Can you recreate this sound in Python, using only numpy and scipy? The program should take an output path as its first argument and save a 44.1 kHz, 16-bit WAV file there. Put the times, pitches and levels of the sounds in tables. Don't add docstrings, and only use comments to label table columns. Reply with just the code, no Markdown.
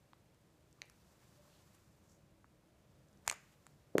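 import sys
import numpy as np
from scipy import signal
from scipy.fft import rfft, irfft
from scipy.io import wavfile
from scipy.ndimage import uniform_filter1d

SR = 44100
rng = np.random.default_rng(int(sys.argv[2]) if len(sys.argv) > 2 else 0)


def int16_out(signal):
    q = np.round(np.clip(np.atleast_2d(signal).T, -1, 1) * 32767)
    wavfile.write(sys.argv[1], SR, q.astype(np.int16))


def amplitude_ratio(level_db):
    exponent = np.asarray(level_db, float) / 20
    return 10 ** exponent


N = 176400


def band(x, hz, width_hz):
    return signal.lfilter(*signal.iirpeak(hz, hz / width_hz, fs=SR), x)


def band_twice(x, hz, width_hz):
    return band(band(x, hz, width_hz), hz, width_hz)


def unit(x):
    return x / np.sqrt(np.mean(x ** 2))


def walk(rate_hz):
    hold = int(SR / rate_hz)
    steps = np.repeat(rng.standard_normal(N // hold + 1), hold)
    return 1.58 * uniform_filter1d(uniform_filter1d(steps, hold), hold)[:N]


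def curve(points):
    return np.interp(np.arange(N) / SR, *np.array(points).T)


def coloured(points):
    hz, db = np.array(points).T
    f = np.maximum(np.arange(N // 2 + 1) * SR / N, 1)
    gain = amplitude_ratio(np.interp(np.log(f), np.log(hz), db))
    return unit(irfft(rfft(rng.standard_normal(N)) * gain, N))


def add(out, s, peak_db, shape):
    i = int(s * SR)
    out[i:i + len(shape)] += (amplitude_ratio(peak_db) * shape / np.abs(shape).max())[:N - i]


WAVER_DB = 1.5

# f/Hz, density/dB per Hz
FLOOR_SPECTRUM = [(12, -39), (25, -18), (64, -1), (144, -0.5), (282, -13.5), (315, -11), (834, -18.5),
                  (1040, -19.5), (15500, -37)]
# f/Hz, width/Hz, level/dB
HUM_MODES = [(74.6, 46, -80), (142.4, 30, -76), (200, 25, -82.5), (318.6, 38, -80), (581, 90, -81.5),
             (431, 140, -85.5)]
# t/s, level/dB
TRAFFIC = [(0.0, -78), (0.77, -71.5), (1.17, -73), (1.27, -71.5), (1.79, -72.5), (2.23, -69.5),
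           (2.58, -73.5), (3.22, -68), (3.42, -73), (3.64, -69), (3.85, -71), (4.0, -68.5)]


def house():
    floor_db = -69 - 2.0
    out = coloured(FLOOR_SPECTRUM) * amplitude_ratio(floor_db + .5 * walk(2.3))
    swell_db = curve(TRAFFIC)
    swell_db = swell_db - swell_db.mean()
    for hz, width_hz, db in HUM_MODES:
        hum = unit(band(rng.standard_normal(N), hz, width_hz))
        out = out + hum * amplitude_ratio(db + WAVER_DB * walk(3.93) + (hz < 250) * swell_db)
    t = np.arange(SR // 2) / SR
    ping_hz, ping_t60_s, beat_hz, beat_depth = 588, .9, 12.5, .7
    beat = 1 - beat_depth * np.cos(2 * np.pi * beat_hz * t)
    decay = np.minimum(t / 0.0107, 1) * amplitude_ratio(-60 * t / ping_t60_s)
    add(out, 1.365, -66, np.sin(2 * np.pi * ping_hz * t) * beat * decay)
    return out


# f/Hz, t60/s, level/dB
ROOM_BANDS = [(294, 0.23, -32), (900, 0.16, -42), (2300, 0.44, -33), (4800, 0.44, -42), (7000, 0.39, -40),
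              (10000, 0.33, -39), (13000, .33, -40)]


def room(x):
    gap_s = 0.0023
    t = np.arange(SR // 2) / SR
    tail = np.zeros(len(t))
    for hz, t60_s, db in ROOM_BANDS:
        noise = band(band(rng.standard_normal(len(t)), hz, hz * 1.16), hz, hz * 1.03)
        tail += unit(noise) * amplitude_ratio(db - 22.0 - 60 * t / t60_s)
    return signal.fftconvolve(x, tail * np.clip(t / gap_s - 1, 0, 1))[:N]


# t/s, level/dB
HAND_LEVEL = [(0, -87.5), (.6, -85.5), (.9, -79), (1.1, -75.5), (1.35, -76), (1.55, -73.5), (1.7, -75.5),
              (1.9, -79.5), (2.2, -85), (2.5, -89), (3.1, -85), (3.5, -76), (3.9, -82)]
# f/Hz, density/dB per Hz
FUR_SPECTRUM = [(400, -21), (800, -4), (1200, -4), (2500, -13), (7600, -9.5), (8500, -14.5), (15000, -16.5),
                (16000, -33.5)]
# t/s, length/s, level/dB, f/Hz, width/Hz
STROKES = [(0.858, 0.029, -87, 4480, 1500), (1.011, 0.013, -81, 4700, 700), (1.118, 0.038, -85, 7000, 9000),
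           (1.22, .03, -76, 1610, 1500), (1.45, 0.03, -78, 1050, 400), (1.551, 0.05, -75, 3500, 3000),
           (1.332, 0.063, -79, 4490, 5000), (.78, .025, -80, 1082, 500), (1.748, 0.0091, -72, 8400, 9000),
           (1.758, 0.04, -78.5, 2500, 3000), (1.88, .04, -88, 6000, 5000), (2.11, 0.059, -76, 6500, 3000),
           (2.1, 0.056, -86, 11500, 4000), (3.512, 0.0176, -91, 11550, 4000),
           (3.499, 0.049, -79.5, 2230, 1215), (3.679, 0.079, -79, 800, 1000)]


def rustle():
    hiss = coloured(FUR_SPECTRUM) * amplitude_ratio(curve(HAND_LEVEL) + .6 * WAVER_DB * walk(60))
    grain = amplitude_ratio(1.4 * WAVER_DB * walk(200))
    t = np.arange(-SR // 4, SR // 4) / SR
    strokes = np.zeros(N)
    for s, length_s, db, hz, width_hz in STROKES:
        noise = unit(band_twice(rng.standard_normal(len(t)), hz, width_hz))
        add(strokes, s + t[0], db + 8.5, noise * np.exp(-.5 * (t / length_s) ** 2))
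    return hiss + strokes * grain


# t/s, peak/dB, f/Hz, width/Hz
TICK_EVENTS = [(.133, -47.5, 1020, 630), (.133, -55, 3500, 1500), (.728, -53, 6500, 5000),
               (.8555, -57.5, 8500, 8000), (.8597, -62, 10500, 5000), (.871, -62, 7500, 7000),
               (.881, -65.5, 2100, 900), (.886, -60, 6000, 7000), (.8985, -53, 5660, 1500),
               (.8983, -50, 10500, 5000), (.8985, -57, 1600, 900), (.9018, -58, 10000, 4000),
               (2.444, -50.5, 1060, 794), (3.086, -62, 6500, 4000), (3.13, -63, 6000, 3978),
               (3.174, -60, 6200, 3000), (3.2483, -63, 8000, 8000), (3.2515, -59, 1100, 900),
               (3.256, -61.5, 1500, 900), (3.667, -47.5, 7680, 1600), (3.667, -54, 10450, 2500),
               (3.667, -57, 4300, 2200), (3.6669, -46, 1040, 1308), (3.9525, -57.5, 3800, 3000),
               (3.971, -56.5, 3500, 3500), (3.9819, -21, 1750, 1150), (3.9824, -25.5, 1000, 1100),
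               (3.982, -30.5, 3000, 1500), (3.982, -33, 4600, 1200), (3.9925, -41, 3500, 1200),
               (3.982, -23.5, 6800, 3000), (3.982, -26.5, 11200, 3000)]


def ticks():
    grit_db, grit_s, clean_above_db = -14, .0004, -40
    out, k = np.zeros(N), np.arange(800)
    click = k == 0
    for s, db, hz, width_hz in TICK_EVENTS:
        grit = amplitude_ratio(grit_db) * rng.standard_normal(800) * np.exp(-k / SR / grit_s)
        add(out, s, db, band_twice(click + (db < clean_above_db) * grit, hz, width_hz))
    return out


# t/s, peak/dB, f/Hz
THUD_EVENTS = [(3.955, -16.5, 448), (3.9647, -30, 417), (3.9705, -35, 540), (3.9727, -33, 520),
               (3.976, -41, 490), (3.9841, -19.5, 399), (3.995, -30.5, 700), (3.285, -52, 74),
               (3.943, -58, 520), (3.9502, -52, 490), (3.9573, -33, 450), (3.9903, -36, 218),
               (3.9552, -32, 213), (3.983, -55.5, 320), (3.9535, -42, 763)]


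def thuds():
    width_cycles, lead_cycles = 0.48, .05
    rumble_db, rumble_t60_s = -31.5, 0.074
    out, t = np.zeros(N), np.arange(-SR // 40, SR // 10) / SR
    for s, db, hz in THUD_EVENTS:
        cycles = t * hz
        push = -np.cos(2 * np.pi * cycles) * np.exp(-.5 * ((cycles + lead_cycles) / width_cycles) ** 2)
        rumble = unit(band_twice(rng.standard_normal(len(t)), hz, 400))
        decay = np.clip(cycles, 0, 1) ** 2 * amplitude_ratio(rumble_db - 60 * np.abs(t) / rumble_t60_s)
        add(out, s + t[0], db, push + rumble * decay)
    return out


def struck(events, modes, grip_s):
    rise_s, splinter_db, splinter_s = .0004, -11.5, 0.00051
    out, t = np.zeros(N), np.arange(2000) / SR
    hz, db, t60_s = np.array(modes).T[:, :, None]
    sign = (-1.) ** np.arange(len(hz))[:, None]
    envelope = np.minimum(t / rise_s, 1) ** 2 * amplitude_ratio(-60 * (t / grip_s) ** 2)
    for s, peak_db, tilt_db_per_octave in events:
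        f = hz * (1 + .006 * rng.standard_normal(hz.shape))
        gain = amplitude_ratio(db + tilt_db_per_octave * np.log2(hz / 3000))
        ring = (sign * gain * amplitude_ratio(-60 * t / t60_s) * np.sin(2 * np.pi * f * t)).sum(axis=0)
        burst = rng.standard_normal(len(t)) * np.exp(-t / splinter_s)
        splinter = sum(g * band(burst, h, h / 3) for g, h in zip(gain[:, 0], hz[:, 0]))
        add(out, s - rise_s, peak_db, (ring + amplitude_ratio(splinter_db + 10.5) * splinter) * envelope)
    return out


# f/Hz, level/dB, t60/s
NIP_RING = [(600, -21, 0.011), (1900, -5, 0.0125), (2290, 1, 0.00826), (3000, 1, 0.0043),
            (4020, -0.5, 0.0061), (4700, -2, 0.00444), (6250, -5, 0.0176), (8000, -18, .003),
            (10470, -19, 0.0033)]
# t/s, peak/dB, tilt/dB per octave
NIP_EVENTS = [
    (.8183, -30, -1),
    (.8212, -61, 0),
    (.829, -64, -3),
]


def nips():
    return struck(NIP_EVENTS, NIP_RING, grip_s=0.00715)


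# f/Hz, level/dB, t60/s
JAW_RING = [(600, -9.5, 0.006), (1660, -11, .008), (2315, -2.5, 0.024), (3000, -5.5, .007),
            (4230, -6.5, 0.011), (5700, -12, .008), (6450, -4.5, 0.013), (6970, -8.5, 0.0049),
            (7880, -2, 0.0084), (9000, -14.5, 0.004), (10750, -14.5, 0.0035), (14200, -34, .002)]
# t/s, peak/dB, tilt/dB per octave
JAW_STRIKES = [(3.2893, -37.5, -3.5), (3.2912, -37, 3.5), (3.2962, -40.5, -3.5), (3.2986, -16, 3),
               (3.3095, -46, -4), (3.3148, -40, -6), (.8235, -57, -7), (.8285, -50, -9), (.8355, -54, -9),
               (.844, -54, -11), (.858, -63, -8), (.866, -63, -6), (3.998, -32, -4)]


def jaws():
    return struck(JAW_STRIKES, JAW_RING, grip_s=0.011)


# f/Hz, level/dB, t60/s
NAIL_RING = [(1000, -0.5, 0.0096), (1720, -8, 0.0053), (2370, -4, 0.0065), (3600, -13, 0.0097),
             (4650, -7.5, 0.0056), (5500, -13, 0.0076), (6800, -4, 0.011), (7250, -5.5, 0.0073),
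             (8650, -7, 0.0076), (10700, -10, .008), (12100, -17.5, .007), (13600, -28, .004)]
# t/s, peak/dB, tilt/dB per octave
DRY_CRACKS = [(3.2618, -52, -2), (3.2645, -52, -0.5), (3.2668, -49.5, -1.5), (3.2757, -39, -4),
              (3.2781, -14, 0), (3.2793, -26, 0), (3.2822, -44, -4), (3.2855, -42, -1),
              (3.3131, -26.5, -1.5), (3.3240, -33, 1), (3.3257, -39.5, -2.5), (3.3272, -37, -3),
              (3.3290, -37.5, -4.5), (3.3315, -44, -3), (3.341, -46, 2), (3.987, -37, -2),
              (3.9918, -36.5, -2), (3.9948, -36, -4)]


def crunch():
    start_s, end_s = 3.268, 3.335
    times_s = [start_s - .03, start_s + .015, end_s, end_s + 0.033]
    gate_db = np.interp(np.arange(N) / SR, times_s, [-38, -5.0, -18.0, -44], right=-99)
    grains = rng.standard_normal(N) * amplitude_ratio(4 * walk(500))
    tone = np.zeros(N)
    for hz, db, _ in [*JAW_RING, *NAIL_RING]:
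        tone += amplitude_ratio(db - 3 * np.log2(hz / 3000)) * band(grains, hz, hz / 3)
    return unit(tone) * amplitude_ratio(-51.5 + gate_db)


def cracks():
    return struck(DRY_CRACKS, NAIL_RING, grip_s=0.005)


def scene():
    scatter_depth, scatter_hz = 1.5, 1500
    dull = ticks() + thuds() + crunch()
    snips = cracks() + jaws() + nips()
    scattered = snips * (1 + scatter_depth * walk(scatter_hz)) / np.hypot(1, scatter_depth)
    return (dull + snips + room(dull + scattered) + rustle() + house())[None]


def roll_off(x):
    return signal.sosfilt(signal.butter(12, 16260, fs=SR, output="sos"), x)


def record(dry):
    ceiling, knee, top_hz = .185, 6, 14950
    limited = dry / (1 + np.abs(dry / ceiling) ** knee) ** (1 / knee)
    low_pass = signal.ellip(8, .2, 60, top_hz, fs=SR, output="sos")
    mix = signal.sosfilt(low_pass, limited)
    return roll_off(mix)


dry = scene()
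out = record(dry)
int16_out(out)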